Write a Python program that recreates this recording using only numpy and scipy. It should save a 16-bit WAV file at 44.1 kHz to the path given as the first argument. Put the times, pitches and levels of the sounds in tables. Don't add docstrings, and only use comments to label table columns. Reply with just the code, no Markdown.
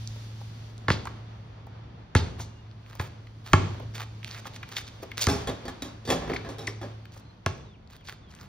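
import sys
import numpy as np
from scipy import signal
from scipy.fft import rfft, irfft, next_fast_len
from scipy.io import wavfile

SR = 44100
rng = np.random.default_rng(int(sys.argv[2]) if len(sys.argv) > 2 else 0)


def file_out(sig):
    cols = np.atleast_2d(sig).T
    lim = np.clip(cols, -1, 1)
    pcm = np.round(lim * 32767).astype(np.int16)
    wavfile.write(sys.argv[1], SR, pcm)


N = 373959


def amp(db):
    return 10 ** (np.asarray(db) / 20)


def unit_rms(x):
    return x / np.sqrt(np.mean(x ** 2) + 1e-20)


def in_time(rows):
    times, *columns = np.transpose(rows)
    return [np.interp(np.arange(N) / SR, times, column) for column in columns]


def at_hz(points, hz):
    freqs, values = np.transpose(points)
    return np.interp(np.log(hz + 1), np.log(freqs + 1), values)


def coloured(x, points):
    size = next_fast_len(N + 4096)
    gain = amp(at_hz(points, np.fft.rfftfreq(size, 1 / SR)))
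    return irfft(rfft(x, size) * gain, size)[..., :N]


def band(x, low_hz, high_hz):
    sos = signal.butter(2, [low_hz, min(high_hz, .45 * SR)], "band", fs=SR, output="sos")
    return signal.sosfilt(sos, x)


def drift(knots_per_s):
    knots = rng.standard_normal(800)
    return np.interp(np.arange(N) / SR * knots_per_s, np.arange(len(knots)), knots)


def mode(force, hz, t60):
    r, w = amp(-60 / (t60 * SR)), 2 * np.pi * hz / SR
    return signal.lfilter([0, np.sin(w)], [1, -2 * r * np.cos(w), r * r], force + 1e-18)


def decay(t, t60):
    return 10 ** (-3 * t / t60)


def add(out, s, x, pan_db=0):
    i = round(s * SR)
    x = x[:N - i]
    out[:, i:i + len(x)] += x * amp([[pan_db / 2], [-pan_db / 2]])


def lingering(x, t60=0.93):
    r = amp(-120 / (t60 * SR))
    return signal.lfilter([1 - r], [1, -r], np.mean(x ** 2, axis=0))


# t/s, rumble level/dB, leaf murmur level/dB, rustle level/dB
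AIR_LEVELS = [(0.0, -46, -60, -58.5), (1.9, -46, -57, -88.5), (3.3, -48, -62.5, -78),
              (4.6, -46.5, -56, -69.5), (7.2, -49.5, -59.5, -81.5), (7.8, -49, -63.5, -90),
              (8.48, -48, -60, -92)]
# f/Hz, level/dB
AIR_IN_PHASE = [(18, -46), (30, 3), (118, -1), (176, -5.5), (359, -14), (3570, -28.5), (5890, -33.5),
                (7280, -44), (8760, -73.5), (11400, -66.5), (14100, -47), (16500, -90)]
AIR_ANTIPHASE = [(18, -47), (30, -29.5), (112, -6.5), (261, -12.5), (772, -6.5), (1120, -10.5),
                 (1840, -19.5), (2970, -15.5), (6550, -27.5), (10500, -27.5), (14100, -38.5), (16500, -79)]
BALL_WASH_DB, HOOP_WASH_DB = (-14.5, -22.5, -46), (-14, -14.5, -38.5)


def open_air(ball, hoop):
    white = rng.standard_normal((2, N))
    pair = np.array([coloured(white[0], AIR_IN_PHASE), amp(-10) * coloured(white[1], AIR_ANTIPHASE)])
    rumble, below_rustle = (signal.sosfiltfilt(signal.butter(1, hz, fs=SR, output="sos"), pair)
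                            for hz in (330, 2700))
    layers = rumble, below_rustle - rumble, pair - below_rustle
    late_ball, late_hoop = lingering(ball), lingering(hoop)
    total = 0
    for layer, db, ball_db, hoop_db in zip(layers, in_time(AIR_LEVELS), BALL_WASH_DB, HOOP_WASH_DB):
        power = amp(db) ** 2 + amp(ball_db) ** 2 * late_ball + amp(hoop_db) ** 2 * late_hoop
        total = total + layer / np.std(layer[0]) * np.sqrt(power) * amp(1.3 * drift(12))
    mid, side = total
    return np.array([mid + side, mid - side])


# t/s, level/dB
MOTOR_LEVELS = [(0.0, -34), (0.6, -36), (1.0, -40.5), (1.7, -41.5), (2.05, -51.5), (2.35, -35.5),
                (2.85, -47), (3.45, -41.5), (3.95, -36), (4.7, -45), (5.1, -47), (6.3, -43.5), (6.8, -36.5),
                (7.25, -47), (8.48, -71)]
# harmonic number, relative level/dB
MOTOR_HARMONICS = [(1, -4), (2, -27.5)]


def motor_hum(hz=110.6, sag_hz_per_s=.28):
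    phase = 2 * np.pi * np.cumsum(hz - sag_hz_per_s * np.arange(N) / SR + 0.5 * drift(12)) / SR
    tones = sum(amp(db + 1.7 * drift(8.3)) * np.sin(k * phase) for k, db in MOTOR_HARMONICS)
    return np.sqrt(2) * amp(in_time(MOTOR_LEVELS)[0]) * tones * amp([[-.2], [.2]])


# t/s, left-minus-right level/dB
FOOT_PATH = [(0, -4.5), (2.9, 2), (4.2, -4.5), (5.2, 3.5), (6.5, 2), (8.48, 6)]


def foot_pan(s):
    return np.interp(s, *np.transpose(FOOT_PATH))


# t/s, level/dB, centre f/Hz
GRIT_CRACKS = [(0.075, -26, 4900), (0.1194, -47.5, 4470), (0.7803, -37.5, 5400), (1.055, -31, 5470),
               (2.7134, -45.5, 3600), (2.863, -40, 2120), (2.9362, -41, 2160), (3.478, -51, 3540),
               (3.955, -30, 2500), (4.2308, -31.5, 2480), (4.2459, -23, 3000), (4.2905, -36, 2840),
               (4.312, -27.5, 3470), (4.447, -38, 2240), (4.778, -26, 3470), (4.791, -30, 3330),
               (7.875, -50, 5470), (7.907, -52, 5200), (7.965, -46, 3340), (8.315, -46, 5600),
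               (8.34, -44, 2000), (8.351, -41, 5500), (8.3887, -43.5, 3430)]


def grit_cracks(t60=0.001):
    out, t = np.zeros((2, N)), np.arange(SR // 50) / SR
    for s, db, hz in GRIT_CRACKS:
        crack = band(rng.standard_normal(len(t)) * decay(t, t60), hz / 1.4, hz * 1.4)
        add(out, s, amp(db) * crack / np.abs(crack).max(), foot_pan(s))
    return out


# t/s, level/dB, centre f/Hz, t60/s
TAPS = [(0.16, -35.5, 444, 0.022), (0.412, -36.5, 700, 0.032), (1.053, -30, 902, 0.054),
        (1.071, -22, 1140, 0.023), (1.668, -34, 550, 0.043), (2.399, -25.5, 724, 0.024),
        (2.403, -45, 5600, 0.19), (2.953, -17.5, 650, 0.0057), (3.27, -37, 2060, 0.014),
        (3.742, -36, 695, 0.054), (3.8, -30.5, 480, 0.056), (3.823, -38, 400, 0.05),
        (4.454, -30.5, 970, 0.04), (4.629, -29, 1750, 0.033), (4.765, -24, 2870, 0.044),
        (5.027, -31.5, 516, 0.1), (5.116, -20, 2100, 0.0079), (6.104, -17.5, 430, 0.098),
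        (6.294, -30, 1500, 0.015), (6.306, -28, 1700, 0.019), (6.316, -36, 350, 0.03),
        (6.363, -33, 3470, 0.03), (6.67, -28.5, 5950, 0.024), (6.817, -40, 560, 0.093),
        (7.054, -30, 2120, 0.0093), (7.164, -36.5, 644, 0.034), (7.577, -44, 471, 0.024),
        (7.908, -35, 600, 0.0082), (8.009, -45, 1890, 0.018), (8.071, -46, 3930, 0.07)]


def taps():
    out, t = np.zeros((2, N)), np.arange(SR // 8) / SR
    for s, db, hz, t60 in TAPS:
        noise = rng.standard_normal(len(t))
        puff = unit_rms(band(noise, hz / 1.63, hz * 1.38))
        tick = 2.5 * noise * decay(t, 0.0026)
        envelope = decay(t, t60) * np.minimum(t / 0.0029, 1)
        add(out, s, amp(db) * (puff + tick) * envelope, foot_pan(s))
    return out


# t/s, level/dB, thump gain/dB, crack gain/dB, thump f/Hz,
# echo gain/dB re crack, thump delay/s, hollow gain/dB, slap sweep span/Hz
IMPACTS = [(0.883, -15, -4.5, -27, 84, 6.5, 0.0067, -0.5, 1993),
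           (0.9028, -12, -2.5, -20, 85.5, 3.5, 0.0054, -12, 2240),
           (2.151, -12, 4.5, -8.5, 93, -4.5, 0.0073, -1, 2250),
           (2.997, -24.5, 3.5, -22, 102, -26, 0.0052, 0, 2585),
           (3.533, -6.5, 1.5, -10, 108, -25.5, 0.00917, 1, 3037),
           (5.269, -18.5, 5.5, 3, 87.5, -23, 0.0083, 1.5, 2560),
           (7.462, -19, 1.5, -4.5, 103.4, -21, 0.0059, 1, 2580)]
# f/Hz, level/dB, t60/s
BALL_MODES = [(231, -7.5, 0.04), (352, -12.5, 0.024), (683, -21, 0.056), (856, -12, 0.099),
              (1117, -3, 0.026), (1336, -8, 0.034), (1680, -12.5, 0.053), (2090, -16.5, 0.03)]


def bounces(spread_s=0.002164, thump_fall=0.21):
    out, t = np.zeros((2, N)), np.arange(SR // 4) / SR
    echo_envelope = np.clip((t - .009) / 0.0039, 0, 1) * decay(t, 0.16)
    for s, db, thump_db, crack_db, thump_hz, echo_db, delay, hollow_db, span_hz in IMPACTS:
        noise = rng.standard_normal(len(t))
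        sweep = 2 * np.pi * (200 * t + span_hz * spread_s * (1 - np.exp(-t / spread_s)))
        slap = np.sin(sweep) * (1 + 1.34 * band(noise, 140, 1950))
        slap *= np.exp(-(t / (3.65 * spread_s)) ** 2) * np.minimum(t / 0.00019, 1)
        early, late = np.minimum(t - delay, 0), np.maximum(t - delay, 0)
        bend = thump_fall * 0.0039 * (1 - np.exp(-late / 0.0031))
        phase = 2 * np.pi * thump_hz * (2 * early + late + bend)
        thump = np.sin(phase) - 0.19 * np.sin(3 * phase)
        thump *= np.exp(-(late / 0.01) ** 2 - (early / 0.0025) ** 2)
        thump += 0.2 * np.sin(2 * np.pi * 0.89 * thump_hz * late) * decay(late, 0.46)
        crack = unit_rms(band(noise, 4300, 8900)) * decay(t, 0.0062)
        crack += amp(echo_db) * echo_envelope * unit_rms(band(noise, 1400, 4500))
        force = 0.092 * noise * decay(t, 0.056)
        hollow = sum(amp(mode_db) * mode(force, hz, t60) for hz, mode_db, t60 in BALL_MODES)
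        add(out, s, amp(db) * (0.9 * slap + amp(crack_db) * crack + amp(hollow_db) * hollow), -1.4)
        add(out, s, amp(db + thump_db) * thump)
    return out


# t/s, duration/s, start level/dB, end level/dB, starting centre f/Hz
SLIDES = [(2.397, 0.038, -39.5, -48, 1030), (2.861, 0.11, -60.5, -51.5, 1420), (3, 0.068, -40, -43.5, 1175),
          (3.455, 0.065, -49.5, -43, 1390), (3.955, 0.078, -41, -39, 1830), (4.25, 0.14, -52.5, -43, 2890),
          (4.466, 0.0075, -37.5, -41, 1120), (4.548, 0.016, -46, -47.5, 2400),
          (4.689, 0.048, -55.5, -48, 2050), (4.765, 0.043, -40, -43, 2650),
          (4.881, 0.028, -42.5, -77, 2400), (5.034, 0.015, -33, -68, 1090),
          (5.184, 0.019, -35, -37.5, 2830), (5.218, 0.032, -29, -41, 5500),
          (7.133, 0.061, -57.5, -63.5, 4480), (7.911, 0.052, -57.5, -52.5, 2080),
          (8.054, 0.02, -54.5, -54, 4130), (8.085, 0.049, -49, -54, 1500),
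          (8.301, 0.11, -61.5, -50.5, 1830), (8.406, 0.056, -45.5, -55.5, 1310)]


def scuffs(ramp_s=0.018, sag_oct_per_s=7):
    snaps = rng.random(N) < 300 * amp(6.0 * drift(40)) / SR
    snaps = snaps * amp(4.5 * np.minimum(rng.exponential(1, N), 2.5))
    grit = rng.standard_normal(N) * (1 + 7.0 * snaps) * amp(2.6 * drift(90))
    course, gate, out = [], 0, 0
    for s, length, start_db, end_db, hz in SLIDES:
        end = s + length
        course += [(s, start_db, hz), (end, end_db, hz * 2 ** (-sag_oct_per_s * length))]
        gate = gate + np.interp(np.arange(N) / SR, [s - ramp_s, s, end, end + ramp_s], [0, 1, 1, 0])
    level_db, centre_hz = in_time(course)
    edges = np.geomspace(300, 16000, 10)
    for k, (low, high) in enumerate(zip(edges, edges[1:])):
        octaves = np.log2(np.sqrt(low * high) / centre_hz)
        hump = 0.38 + np.exp(-.5 * (octaves / 0.99) ** 2)
        sign = (-1) ** k
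        out = out + sign * unit_rms(band(grit, low, high)) * hump * amp(2.8 * drift(60))
    return 0.3 * out * amp(level_db) * np.minimum(gate, 1) * amp([[-1.1], [1.1]])


# t/s, glide duration/s, start f/Hz, glide end f/Hz, final drop/Hz, level/dB
WHISTLES = [(2.45, 0.16, 2850, 2850, 0, -67), (7.212, 0.1, 4110, 4110, 0, -71),
            (7.57, 0.04, 3450, 3450, 0, -70), (7.645, .093, 4050, 3300, 1000, -70),
            (7.94, 0.075, 3620, 3200, 850, -70), (8.21, 0.09, 3740, 3170, 750, -71)]


def bird(swell_db=4, drop_s=.022, drop_db=5):
    out, t = np.zeros((2, N)), np.arange(SR // 4) / SR
    waver_hz, waver_db = 13.0 * drift(45), 2.3 * drift(60)
    for s, glide, start_hz, knee_hz, drop_hz, db in WHISTLES:
        drops = drop_hz > 0
        end = glide + drop_s * drops
        here = slice(round(s * SR), round(s * SR) + len(t))
        hz = np.interp(t, [0, glide, glide + drop_s], [start_hz, knee_hz, knee_hz - drop_hz])
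        level_db = np.interp(t, [0, glide, glide + drop_s / 4], [db - swell_db, db, db + drop_db * drops])
        gate = np.clip(np.minimum(t, end + .008 - t) / .008, 0, 1)
        tone = np.sqrt(2) * np.sin(2 * np.pi * np.cumsum(hz + waver_hz[here]) / SR)
        add(out, s, amp(level_db + waver_db[here]) * gate * tone)
    return out


# peak t/s, level/dB, f/Hz, 1/e half-width/s, fall rate/(Hz/s)
CHIRPS = [(5.12, -38, 2140, 0.0053, 20000), (5.223, -33.5, 4420, 0.0059, 5000),
          (6.336, -31, 2120, 0.0029, 150000), (6.365, -26.5, 2010, 0.0035, 121000),
          (6.677, -23.5, 2080, 0.0041, 70000), (8.144, -66.5, 4200, 0.012, 1000)]


def falling_chirps(roughness=0.43):
    out, t = np.zeros((2, N)), np.arange(SR // 16) / SR - .03
    for s, db, hz, half_width, fall in CHIRPS:
        flutter = unit_rms(band(rng.standard_normal(len(t)), 60, 830))
        tone = np.sin(2 * np.pi * (hz * t - fall * t ** 2 / 2)) * (1 + roughness * flutter)
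        add(out, s + t[0], amp(db) * tone * np.exp(-(t / half_width) ** 2), foot_pan(s))
    return out


# t/s, level/dB, metal gain/dB, shaking t60/s
HOOP_JOLTS = [(5.284, -21, -9.5, 0.36), (5.471, -21.5, -12, 0.14), (5.489, -25, -22, 0.19),
              (5.652, -32.5, -16.5, 0.15), (5.679, -25, -14.5, 0.11), (5.82, -30, -2.5, 0.084),
              (5.845, -36, -9.5, 0.21), (6.05, -40.5, -5.5, 0.34), (6.074, -26, -14.5, 0.23),
              (6.089, -23.5, -14.5, 0.34), (6.1, -17.5, -9, 0.19), (6.123, -15.5, -32, 0.065),
              (6.218, -32, -34, 0.38), (6.275, -26.5, -26, 0.069), (6.296, -22.5, -38, 0.086),
              (6.316, -20.5, -33, 0.049), (6.335, -24, -18.5, 0.13), (6.446, -29, -30, 0.27),
              (6.488, -32.5, -11.5, 0.19), (6.582, -35.5, -10, 0.4), (6.679, -27.5, -14, 0.11),
              (6.812, -34, -18, 0.32), (6.828, -31, -23, 0.13)]
# f/Hz, level/dB, t60/s
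BOARD_MODES = [(56, -0.5, 0.09), (131.6, -7, 0.06), (171.6, -6.5, 0.2), (276.6, -1, 0.14), (352, -1, 0.12),
               (410, 3, 0.073), (463, 0.5, 0.084), (544, 4.5, 0.066), (680, 1, 0.038), (793, 1, 0.046),
               (1065, 2, 0.011), (1655, -5, 0.037)]
METAL_MODES = [(2620, -4, 0.011), (3440, -20.5, 0.023), (3450, -3.5, 0.034), (3830, 0, 0.014),
               (4600, -9.5, 0.029), (4300, -4, 0.0073), (5585, -5.5, 0.058)]


def hoop_rattle(knocks_per_s=300, knock_size=5.5):
    out, t = np.zeros((2, N)), np.arange(SR // 3) / SR
    shape = len(HOOP_JOLTS), 2, len(t)
    rattle = rng.standard_normal(shape) * amp(3.0 * np.minimum(rng.exponential(1, shape), 3))
    forces = 0.72 * rattle * (1 + knock_size * (rng.random(shape) < knocks_per_s / SR))
    forces[..., SR // 400] = 15
    strikes = 2.92 * rng.standard_normal((len(HOOP_JOLTS), 2, 20))
    for jolt, (on_board, on_metal), (board_strike, metal_strike) in zip(HOOP_JOLTS, forces, strikes):
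        s, db, metal_db, shake_t60 = jolt
        shake = decay(t, shake_t60) * np.minimum(t / 0.0031, 1)
        board = sum(amp(mode_db + shift) * mode(on_board * shake, hz * (1 + 0.011 * shift), t60)
                    for (hz, mode_db, t60), shift in zip(BOARD_MODES, board_strike))
        board += 38.0 * band(on_board * shake, 256, 1100)
        jingle = on_metal * shake ** 1.5
        detunings = 1 + .02 * np.sin(metal_strike[::-1])
        metal = sum(amp(mode_db + 1.8 * shift) * mode(jingle, hz * detune, t60)
                    for (hz, mode_db, t60), shift, detune in zip(METAL_MODES, metal_strike, detunings))
        metal += 20.0 * band(on_metal * shake, 1230, 9300)
        add(out, s, amp(db - 35.5) * board + amp(db + metal_db - 28.0) * metal, -.8)
    return out


# f/Hz, t60/s
WOOD_DECAY = [(60, 0.63), (250, 0.78), (1000, 0.22), (4000, 0.61), (12000, 0.053)]


def wood_echoes(x, gain_db=-13):
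    t, edges = np.arange(SR) / SR, np.geomspace(40, 16000, 10)
    white = rng.standard_normal((2, 3, SR))
    noise = white[:, :1] + 0.86 * band(white[:, 1:], 190, 5600)
    tail = sum(band(noise[k % 2], low, high) * decay(t, at_hz(WOOD_DECAY, low * 1.104))
               for k, (low, high) in enumerate(zip(edges, edges[1:])))
    tail *= np.clip((t - .004) / 0.00084, 0, 1)
    tail /= np.sqrt(np.sum(tail ** 2) / 2)
    return amp(gain_db) * signal.fftconvolve(x, tail, axes=1)[:, :N]


# f/Hz, phase/rad
PORT_LEAD = [(150, 0), (340, .15), (780, 1.1), (1550, .4), (2070, .3), (3010, 1.6), (3620, .7), (4570, 1.0),
             (5770, 1.4), (7900, 2.95), (11500, 3.2), (13500, 4.0), (16000, 5.0)]


def ports(x):
    size = next_fast_len(N + 4096)
    lead = at_hz(PORT_LEAD, np.fft.rfftfreq(size, 1 / SR))
    return irfft(rfft(x, size) * np.exp(.5j * lead * [[1], [-1]]), size)[:, :N]


# f/Hz, level/dB
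MIC_RESPONSE = [(200, -1.5), (500, -3), (1000, -1), (2000, 0), (2900, 0.5), (3500, 4), (3950, 2.5),
                (4550, 6.5), (5150, 3), (5800, 5.5), (7000, 4.5), (10000, 4), (15000, 7)]


def scene():
    ball, hoop = bounces(), hoop_rattle()
    direct = ball + hoop + taps() + grit_cracks() + falling_chirps() + scuffs() + bird()
    at_ports = ports(direct + wood_echoes(direct)) + open_air(ball, hoop)
    return coloured(at_ports, MIC_RESPONSE) + motor_hum()


BASS_CUT_HZ, TOP_CUT_HZ, OVERLOAD = 45, 16700, .95


def record(dry):
    dry = signal.sosfiltfilt(signal.butter(3, BASS_CUT_HZ, "high", fs=SR, output="sos"), dry)
    rounded = dry / (1 + (dry / OVERLOAD) ** 4) ** .25
    return signal.sosfilt(signal.cheby2(16, 90, TOP_CUT_HZ, fs=SR, output="sos"), rounded)


dry = scene()
out = record(dry)
file_out(out)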